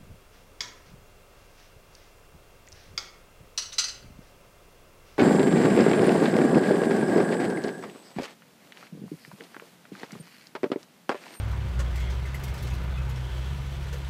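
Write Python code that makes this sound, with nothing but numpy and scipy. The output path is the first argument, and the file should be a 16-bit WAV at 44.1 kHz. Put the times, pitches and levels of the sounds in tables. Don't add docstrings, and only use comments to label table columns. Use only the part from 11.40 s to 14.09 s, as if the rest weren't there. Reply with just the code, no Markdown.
import sys
import numpy as np
from scipy import signal
from scipy.fft import rfft, irfft
from scipy.io import wavfile
from scipy.ndimage import uniform_filter1d

SR = 44100
rng = np.random.default_rng(int(sys.argv[2]) if len(sys.argv) > 2 else 0)


def file_out(sig):
    cols = np.atleast_2d(sig).T
    lim = np.clip(cols, -1, 1)
    pcm = np.round(lim * 32767).astype(np.int16)
    wavfile.write(sys.argv[1], SR, pcm)


N = 118629
T = np.arange(N) / SR

# frequency in Hz, relative level in dB.
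RUMBLE_COLOUR = [(22, -44), (33, -8), (45, -10), (75, 0.5), (110, -2), (150, -3.5), (190, -9.5), (250, -18),
                 (500, -58)]
FAN_COLOUR = [(120, 10), (270, -6.5), (330, 2), (380, 3), (430, -1), (560, 0), (800, -2.5), (980, -1.5),
              (1100, -5.5), (1330, -1.5), (1700, -6.5), (2100, -6), (3000, -14.5), (6000, -28.5),
              (15000, -45)]
CLANK_COLOUR = [(600, -2), (1400, -1), (2100, 7), (3000, -0.5), (5200, -2), (7800, -7), (10000, -13),
                (15500, -32)]
CLINK_COLOUR = [(4000, -39), (7800, 1), (10000, -12), (11300, 7.5), (12400, -0.5), (13400, 5),
                (15500, -4.5)]
RATTLE_COLOUR = [(700, -5), (950, -5.5), (1350, -3), (2500, -24), (6000, -48)]
KNOCK_COLOUR = [(200, -58), (480, 7), (800, 0), (1700, 4), (4000, -5), (6500, -2.5), (9000, -10),
                (15500, -25)]
THUD_COLOUR = [(200, -18), (520, -0.5), (750, -9), (1300, -13), (5000, -50)]
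CLATTER_COLOUR = [(700, -5), (1500, -3.5), (2050, -3.5), (2350, -2), (2650, -0.5), (3300, 0), (3900, -3),
                  (5000, -8.5), (6300, -10), (8500, -14), (10300, -17.5), (11800, -18), (15500, -22)]
# time in seconds, level in dB.
RUMBLE_LEVEL = [(0, -38), (.45, -37), (.8, -46), (1.1, -39.5), (1.4, -36), (1.65, -38), (1.8, -45),
                (2.15, -40.5), (2.69, -48)]
FAN_LEVEL = [(0, -43.5), (.36, -44.5), (.9, -43.5), (1.14, -44), (1.45, -44), (1.85, -45), (2.2, -46),
             (2.69, -46.5)]
CLATTER_LEVEL = [(0, -53), (.42, -52.5), (.63, -50), (.8, -52), (1, -53.5), (1.27, -50.5), (1.42, -53),
                 (1.68, -53.5), (1.98, -48.5), (2.2, -50.5), (2.69, -50.5)]
# time in seconds, firing rate in Hz, level in dB.
DOZER_EXHAUST = [(0, 97.2, -28), (.1, 99.7, -38), (.24, 102.4, -34), (.32, 108.3, -45), (.55, 111.9, -41),
                 (.8, 113, -40.5), (1.1, 106.5, -56), (1.4, 101, -50), (2.69, 100.3, -56)]
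# start in seconds, clank level in dB, clink level in dB.
LINKS = [(.11, -52, -63), (0.555, -44.5, -52.5), (0.598, -46.5, -59), (0.698, -46, -63), (0.853, -48, -60),
         (0.942, -45.5, -46.5), (.992, -51.5, -57), (1.034, -44, -45.5), (1.077, -46.5, -55),
         (1.137, -46.5, -54), (1.175, -48, -56), (1.223, -46, -47.5), (1.268, -46.5, -57),
         (1.303, -49, -63), (1.335, -49, -53), (1.432, -66, -59), (1.577, -55, -71), (1.691, -52, -53),
         (1.755, -49, -71), (2.531, -62, -55), (2.577, -61, -59)]
# start in seconds, hold in seconds, level in dB.
RATTLES = [(.05, .12, -51.5), (0.364, .01, -49), (1.138, 0.027, -54), (1.39, 0.039, -53),
           (1.482, 0.034, -49.5), (1.571, 0.052, -56), (1.682, 0.017, -50.5)]
# start and length in seconds, first pitch, last pitch and waver in Hz,
# level in dB.
SCRAPES = [(0.517, .21, 2070, 2120, 102.4, -52.5), (0.566, .17, 3285, 3350, 121, -54.5),
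           (1.653, 0.0818, 800.5, 908, 11, -51.5), (1.802, 0.32, 3189, 3200, 220, -56.5)]
# start in seconds, pitch in Hz, level in dB, decay in seconds.
RINGS = [(.461, 3320, -49, 0.019), (0.85, 2051, -46.5, 0.022), (.942, 2037, -39.5, 0.01),
         (1.169, 2040, -50, .016), (1.268, 2100, -51, 0.012), (1.308, 2580, -45.5, 0.028),
         (1.538, 3505, -48.5, 0.018), (1.574, 2570, -48.5, 0.038), (2.529, 483.7, -43, 0.032)]
# start in seconds, level in dB, hold in seconds.
KNOCKS = [(0.391, -39.5, 0.002), (0.399, -39.5, 0.0033), (2.527, -44.5, 0.011)]
# pitch in Hz, level in dB against the knock, decay in seconds.
BODY_MODES = [(547, -10.5, 0.021), (1073, -13, 0.035), (1425, -13, 0.039), (1803, -8, 0.014)]
# start in seconds, level in dB.
THUDS = [(.395, -48), (0.981, -48.5), (1.11, -47.5)]
# time in seconds, firing rate in Hz, levels of the firing tone and of its
# octave in dB before a slight lift.
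TRUCK_EXHAUST = [(0, 62.75, -34.5, -39), (.11, 63.6, -30, -42.5), (.21, 64.9, -32.5, -36),
                 (.34, 60.84, -32.5, -45), (.39, 61.1, -24.5, -36), (.53, 60.6, -28.5, -48),
                 (.66, 63.05, -27.5, -43.5), (.95, 66.26, -33.5, -41), (1.015, 68, -41.5, -35.5),
                 (1.11, 64, -28.5, -40.5), (1.18, 65.84, -43, -46), (1.26, 61.5, -30.5, -32.5),
                 (1.35, 62.4, -30, -41.5), (1.64, 65.23, -31, -37), (1.79, 63.1, -34.5, -32.5),
                 (1.9, 62.3, -33, -43), (2.03, 63.8, -31.5, -36.5), (2.11, 68.73, -31, -37.5),
                 (2.21, 68.27, -36.5, -37), (2.69, 67.94, -34, -40.5)]
# order of the two-turn cycle, level in dB against the
TRUCK_ORDERS = [(5, -25), (7, -23.5), (9, -21.5), (15, -21.5), (18, -28), (36, -30)]

PANEL_RIPPLE_DB = 1.7


def undb(db):
    return 10 ** (np.asarray(db) / 20)


def unit(x):
    return x / np.sqrt(np.mean(x ** 2))


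def curve(table, column):
    rows = np.array(table)
    return np.interp(T, rows[:, 0], rows[:, column])


def walk(rate):
    hz = np.arange(N // 2 + 1) * SR / N
    return unit(irfft(rfft(rng.standard_normal(N)) / (1 + (hz / rate) ** 4), N))


def noise(colour, ripple_db=0):
    hz = np.arange(N // 2 + 1) * SR / N + 1e-3
    rows = np.array(colour)
    db = np.interp(np.log(hz), np.log(rows[:, 0]), rows[:, 1])
    db -= 24 * np.maximum(np.log2(rows[0, 0] / hz), 0)
    ripple = np.interp(np.sqrt(hz), np.linspace(0, np.sqrt(SR / 2), 260), rng.standard_normal(260))
    return unit(irfft(rfft(rng.standard_normal(N)) * undb(db + ripple_db * ripple), N))


def blow(start, attack, hold, decay):
    age = T - start
    return np.clip(age / attack, 0, 1) * np.exp(-np.clip((age - attack - hold) / decay, 0, 20))


def ring(hz):
    rough = 1 + 0.5 * (walk(120) + 1j * walk(120))
    return unit((rough * np.exp(2j * np.pi * hz * T)).real)


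def site():
    idle_hz = 49.4 * (1 + 0.034 * walk(4.1))
    idle = np.sqrt(2) * undb(-44.5 + 2 * walk(3.7)) * np.sin(2 * np.pi * np.cumsum(idle_hz) / SR)
    roar = noise(FAN_COLOUR, PANEL_RIPPLE_DB) * undb(curve(FAN_LEVEL, 1) + 0.67 * walk(44))
    rumble = noise(RUMBLE_COLOUR) * undb(curve(RUMBLE_LEVEL, 1))
    return idle + roar + rumble


def bulldozer():
    firing_hz = curve(DOZER_EXHAUST, 1) * (1 + 0.021 * walk(14.3))
    level = undb(curve(DOZER_EXHAUST, 2) + 2 * walk(8.8))
    return np.sqrt(2) * level * np.sin(2 * np.pi * np.cumsum(firing_hz) / SR)


def tracks():
    out = np.zeros(N)
    for start, clank_db, clink_db in LINKS:
        for db, colour, decay in (clank_db, CLANK_COLOUR, 0.026), (clink_db, CLINK_COLOUR, 0.013):
            strike = blow(start, attack=0.004, hold=0.0024, decay=decay)
            out += undb(db) * strike * noise(colour, ripple_db=5.5)
    for start, hold, db in RATTLES:
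        shake = blow(start, attack=0.0088, hold=hold, decay=0.012)
        out += undb(db + 3.5 * walk(70)) * shake * noise(RATTLE_COLOUR, PANEL_RIPPLE_DB)
    for start, length, first_hz, last_hz, waver_hz, db in SCRAPES:
        hz = np.interp(T, [start, start + length], [first_hz, last_hz]) + waver_hz * walk(237)
        held = np.clip(np.minimum(T - start, start + length - T) / 0.027, 0, 1)
        out += undb(db + walk(27)) * held * unit(np.sin(2 * np.pi * np.cumsum(hz) / SR))
    for start, hz, db, decay in RINGS:
        out += undb(db) * blow(start, attack=0.0042, hold=0, decay=decay) * ring(hz)
    return out


def bodywork():
    out = np.zeros(N)
    attack = 0.0014
    for start, db, hold in KNOCKS:
        out += undb(db) * blow(start, attack, hold, decay=0.015) * noise(KNOCK_COLOUR, ripple_db=1.2)
        for hz, mode_db, decay in BODY_MODES:
            out += undb(db + mode_db) * blow(start, attack, hold, decay) * ring(hz)
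    for start, db in THUDS:
        out += undb(db) * blow(start, attack=0.0093, hold=0.032, decay=0.035) * noise(THUD_COLOUR)
    return out


def truck():
    lift_db, flutter_db = 0.5, 0.5
    firing_hz = curve(TRUCK_EXHAUST, 1) * (1 + 0.0046 * walk(17.7))
    firing_db, octave_db = curve(TRUCK_EXHAUST, 2), curve(TRUCK_EXHAUST, 3)
    firings = np.cumsum(firing_hz) / SR
    angle = 2 * np.pi * firings
    exhaust = undb(firing_db + lift_db + flutter_db * walk(48)) * np.cos(angle)
    exhaust += undb(octave_db + lift_db + flutter_db * walk(13)) * np.cos(2 * angle)
    cycle = angle / 6
    smoothed_db = uniform_filter1d(firing_db, int(0.45 * SR))
    for order, db in TRUCK_ORDERS:
        exhaust += undb(smoothed_db + db + 3 * walk(2.8)) * np.sin(order * cycle + 2 * np.pi * rng.random())
    depth, decay_firings = 0.52, 0.52
    bursts = unit(1 + depth * np.exp(-(firings % 1) / decay_firings))
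    clatter = bursts * noise(CLATTER_COLOUR, PANEL_RIPPLE_DB) * undb(curve(CLATTER_LEVEL, 1) + walk(29))
    return np.sqrt(2) * exhaust + clatter


def scene():
    return (site() + bulldozer() + tracks() + bodywork() + truck())[None]


def record(dry):
    return signal.sosfilt(signal.ellip(12, .2, 80, 15750, fs=SR, output="sos"), dry)


dry = scene()
out = record(dry)
file_out(out)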